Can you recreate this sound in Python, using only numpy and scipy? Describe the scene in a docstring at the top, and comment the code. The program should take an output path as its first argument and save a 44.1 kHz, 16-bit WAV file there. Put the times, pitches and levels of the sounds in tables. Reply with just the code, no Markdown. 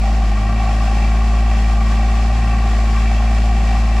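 """A six-cylinder sports car idles fast in a garage, heard from beside its tail.
The firings blend into a deep exhaust hum, thump unevenly in the silencer, set the engine metal
ticking and ring the pipes with a metallic rasp. Exhaust flow and fans lay a steady hiss underneath,
and the close walls add a short echo to the ticks and the pipes."""
import sys
import numpy as np
from scipy import signal
from scipy.fft import rfft, irfft
from scipy.io import wavfile
from scipy.ndimage import uniform_filter1d

SR = 44100
rng = np.random.default_rng(int(sys.argv[2]) if len(sys.argv) > 2 else 0)


def waveform_to_disk(signal):
    """Save audio, clipped to [-1, 1], as 16-bit WAV at the path in sys.argv[1]."""
    frames = np.transpose(np.atleast_2d(signal))
    scaled = np.clip(frames, -1, 1) * 32767
    samples = np.round(scaled).astype(np.int16)
    wavfile.write(sys.argv[1], SR, samples)


N = 176400

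# accent of each cylinder, in firing order: thud/dB, rasp/dB, tick/dB
CYLINDER_ACCENTS = [(2.5, -3, 1), (8, -1.5, 1.5), (-3.5, -3.5, 1), (0, -3, 0.5), (3.5, -1.5, 2),
                    (1.5, -2.5, 3)]


def undb(db):
    """Decibels to gain."""
    return 10 ** (np.asarray(db) / 20)


def unit(x):
    """Scale to rms 1."""
    return x / np.sqrt(np.mean(x ** 2))


def curve(table):
    """One envelope per value column of a time table, in straight ramps."""
    times, *columns = np.array(table).T
    return [np.interp(np.arange(N) / SR, times, column) for column in columns]


def colour(x, points):
    """EQ along a curve of points: f/Hz, gain/dB."""
    hz, db = np.array(points).T
    f = np.maximum(np.arange(N // 2 + 1) * SR / N, 1)
    return irfft(rfft(x) * undb(np.interp(np.log(f), np.log(hz), db)), N)


def resonate(x, modes):
    """Steep resonators in parallel; neighbours swing in opposite directions."""
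    out = 0
    for k, (hz, width, db) in enumerate(modes):
        b, a = signal.iirpeak(hz, hz / (1.5 * width), fs=SR)  # two passes narrow it to about `width`
        out = out + (-1) ** k * undb(db) * signal.lfilter(b, a, signal.lfilter(b, a, x))
    return out


def drift(rate_hz):
    """Smooth random wander at rms 1."""
    hold = int(SR / rate_hz)
    steps = np.repeat(rng.standard_normal(N // hold + 1), hold)
    return unit(uniform_filter1d(uniform_filter1d(steps, hold), hold)[:N])


def pan(x, lean_db):
    """Lean a sound to the left."""
    return x * undb(np.array([[lean_db], [-lean_db]]) / 2)


def exhaust_hum(phase):
    """The firings fuse into a deep boom with overtones; a faint belt tone rides on top."""
    # hum envelopes, before trim: t/s, boom level/dB, octave level/dB
    hum_levels = [(0.06, -13, -34), (0.31, -12.5, -34.5), (0.4, -15, -28), (1.01, -12.5, -32.5),
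                  (1.03, -12, -34), (2.24, -12.5, -32.5), (2.42, -13.5, -28.5), (2.81, -12.5, -34.5),
                  (2.97, -12.5, -32.5), (3.94, -12.5, -32.5)]
    # weaker partials: multiple of the six-firing cycle, level/dB
    overtones = [(3, -46), (9, -47), (16, -47.5), (18, -37), (20, -42), (22, -49), (24, -30.5), (27, -51.5),
                 (30, -53), (32, -55), (36, -46.5), (42, -45), (78, -44)]

    def tone(multiple, lag=0):
        return np.sqrt(2) * np.cos(2 * np.pi * multiple * (phase - lag))

    boom_db, octave_db = curve(hum_levels)
    boom = undb(boom_db - 0.45 + 0.14 * drift(14)) * tone(0.99)  # just under the firing rate
    octave = undb(octave_db + 2.5) * tone(2)
    upper = sum(undb(db + 0.67 * drift(8.2)) * tone(order / len(CYLINDER_ACCENTS), lag=0.15)
                for order, db in overtones)
    belt = undb(-49.5) * tone(6.41)
    return pan(boom, lean_db=0.7) + octave + upper + belt


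def air_hiss(phase):
    """Wide hiss of exhaust flow and fans, pulsing slightly with the firings."""
    # tone of the rushing air: f/Hz, relative level/dB
    spectrum = [(25, 11), (80, 10.5), (250, 10.5), (450, 6), (900, 7), (1500, 4.5), (2200, 4), (3000, 1),
                (3700, -2), (5100, -2.4), (6000, -5.5), (7600, -8), (8200, -13), (9500, -16), (11200, -23),
                (12400, -23), (15500, -38)]
    # stereo width: f/Hz, side minus mid/dB
    spread = [(100, -35), (300, -22), (600, -11), (2000, -6.5), (4000, -5), (8000, -2.6), (13000, -2.2)]
    # stereo balance: f/Hz, left minus right/dB
    lean = [(300, 0), (1000, 1.7), (4000, .4), (8000, -1.7), (13000, -2.5)]
    # faint whistles in the hiss: f/Hz, width/Hz, relative level/dB
    whistle_modes = [(3283, 29, 3), (4446, 180, -7), (5370, 45, -2), (7550, 74, -6)]
    # slow swell of the hiss: t/s, gain/dB
    swell = [(0, 0.8), (.55, -0.3), (.8, 1.4), (1.05, 0.7), (1.3, 0), (2.1, 1.05), (2.6, 1.25), (3.2, 0.5),
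             (4, 1)]
    mid, side, whistle_noise = rng.standard_normal((3, N))
    side = colour(side, spread)
    ears = [colour(mid + sign * side, [(hz, sign * db / 2) for hz, db in lean]) for sign in (1, -1)]
    rush = unit(colour(np.array(ears), spectrum))
    whistles = undb(-18) * unit(resonate(whistle_noise, whistle_modes))
    firing_db = 0.5 * np.cos(2 * np.pi * (phase - 0.3))
    cycle_db = 0.5 * np.cos(2 * np.pi * (phase - 2.3) / len(CYLINDER_ACCENTS))
    flutter_db = firing_db + cycle_db + 0.75 * drift(18)
    return (rush + whistles) * undb(flutter_db + curve(swell)[0])


def firings(phase, accents_db, scatter_db, jitter_s, puff_s, puff_db, rise_s=0.0014):
    """One push per firing, its strength set by the cylinder, followed by a puff of turbulence."""
    def decay(x, seconds):
        return signal.lfilter([1], [1, -np.exp(-1 / (seconds * SR))], x)

    beats = np.flatnonzero(np.diff(np.floor(phase)) > 0)
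    cylinder = np.floor(phase[beats + 1]).astype(int) % len(accents_db)
    strength, lateness = rng.standard_normal((len(beats), 2)).T
    onsets = np.clip(beats + (lateness * jitter_s * SR).astype(int), 0, N - 1)
    pushes = np.zeros(N)
    pushes[onsets] = undb(accents_db[cylinder] + scatter_db * strength)
    puffs = decay(decay(pushes, puff_s), rise_s) * rng.standard_normal(N)
    return unit(pushes) + undb(puff_db) * unit(puffs)


def silencer_thuds(phase, accents_db):
    """Unequal firings thump in the silencer."""
    modes = [(176.2, 61, 4.5), (292, 110, -17.5)]  # f/Hz, width/Hz, relative level/dB
    drive = firings(phase - 0.3, accents_db, scatter_db=0.5, jitter_s=0.00055, puff_s=0.0054, puff_db=4.5)
    return unit(resonate(drive, modes))


def engine_ticks(phase, accents_db):
    """A brief rattle of engine metal with every firing."""
    # ringing engine metal: f/Hz, width/Hz, relative level/dB
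    modes = [(1795, 96, -8), (1876, 37, 1.5), (1927, 56, -0.5), (2293, 95, -3), (2351, 89, 1),
             (2660, 112, -1.5)]
    drive = firings(phase + 0.15, accents_db, scatter_db=1.35, jitter_s=0.0004, puff_s=0.0077, puff_db=15)
    return pan(garage(resonate(drive, modes), echo_db=-11.5), lean_db=0.9)


def tailpipe_rasp(phase, accents_db):
    """Each gas pulse rings the tailpipes with a metallic midrange bite."""
    # tailpipe resonances: f/Hz, width/Hz, relative level/dB
    modes = [(563, 80, -13), (648.5, 69, -3), (713, 28.3, -1), (781.3, 53.6, 4.5), (821, 31, -5)]
    drive = firings(phase, accents_db, scatter_db=0.78, jitter_s=0.00017, puff_s=0.0072, puff_db=4)
    return pan(garage(resonate(drive, modes), echo_db=-17.5), lean_db=1.5)


def pipe_ring(phase, accents_db):
    """The gas pulses also excite a thinner ring above the rasp."""
    # upper pipe resonances: f/Hz, width/Hz, relative level/dB
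    modes = [(1074, 42, -0.5), (1114, 36, 0.5), (1167.3, 25, 4), (1368, 41, -9), (1575, 33, -6)]
    drive = firings(phase - 0.03, accents_db,
                    scatter_db=1.5, jitter_s=0.00016, puff_s=0.0084, puff_db=1.5)
    return pan(garage(resonate(drive, modes), echo_db=-14), lean_db=2.0)


def garage(x, echo_db, t60_s=0.56, predelay_s=0.004):
    """Direct sound plus a short wash off the walls, opposite in polarity at each ear for width."""
    t = np.arange(SR // 2) / SR
    response = rng.standard_normal(len(t)) * np.exp(-np.log(1000) * t / t60_s) * (t > predelay_s)
    echo = unit(signal.fftconvolve(x, response)[:N])
    return unit(x) + undb(echo_db) * echo * np.array([[1], [-1]])


def scene():
    """Mix the layers, all locked to the wavering engine speed."""
    # idle speed: t/s, firing rate/Hz
    idle_speed = [(0.0, 52.54), (0.17, 55.11), (0.3, 51.85), (0.42, 52.21), (0.54, 55.04), (0.66, 53.43),
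                  (0.8, 54.03), (1.0, 54.26), (1.25, 54.97), (1.52, 55.38), (1.72, 54.34), (2.05, 54.86),
                  (2.35, 56.3), (2.65, 55.05), (3.0, 54.74), (3.25, 55.41), (3.55, 55.01), (4.0, 55.15)]
    # fader rides, before trim: t/s, thuds/dB, rasp/dB, pipe ring/dB, ticks/dB
    faders = [(0.0, -34.5, -27.5, -41.0, -38.5), (0.2, -33.0, -30.0, -37.0, -41.0),
              (0.4, -30.5, -32.0, -36.5, -39.5), (0.65, -31.5, -26.5, -34.5, -38.0),
              (0.85, -33.0, -29.5, -34.5, -39.0), (1.05, -32.0, -29.0, -37.5, -37.5),
              (1.3, -38.0, -30.5, -35.0, -40.0), (1.5, -37.0, -31.5, -38.0, -38.5),
              (1.75, -32.5, -31.0, -35.0, -39.5), (2.2, -36.5, -31.5, -38.5, -39.5),
              (2.55, -33.5, -31.5, -34.0, -36.5), (2.75, -34.0, -31.0, -39.0, -39.5),
              (2.95, -34.0, -31.5, -31.5, -39.0), (3.08, -34.5, -33.0, -41.0, -36.5),
              (3.22, -35.5, -30.0, -34.0, -38.5), (3.42, -33.5, -31.5, -40.5, -39.5),
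              (3.75, -35.0, -31.0, -35.5, -38.0), (4.0, -34.5, -31.5, -38.5, -37.0)]
    firing_hz, = curve(idle_speed)
    phase = np.cumsum(firing_hz) / SR - 0.0137 * firing_hz[0]  # counts firings, from zero at 13.7 ms
    thud_db, rasp_db, ring_db, tick_db = curve(faders)
    thud_accents, rasp_accents, tick_accents = np.array(CYLINDER_ACCENTS).T
    hum = exhaust_hum(phase)
    hiss = undb(-33.5) * air_hiss(phase)
    thuds = undb(thud_db - 2.5) * silencer_thuds(phase, thud_accents)
    rasp = undb(rasp_db - 0.4) * tailpipe_rasp(phase, rasp_accents)
    ring = undb(ring_db + 0.5) * pipe_ring(phase, rasp_accents)
    ticks = undb(tick_db + 0.73) * engine_ticks(phase, tick_accents)
    return hum + hiss + thuds + rasp + ring + ticks


def record(dry):
    """A steep low-pass at 15650 Hz trims the very top of the hiss."""
    return signal.sosfilt(signal.ellip(8, 0.1, 70, 15650, fs=SR, output="sos"), dry)


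dry = scene()
out = record(dry)
waveform_to_disk(out)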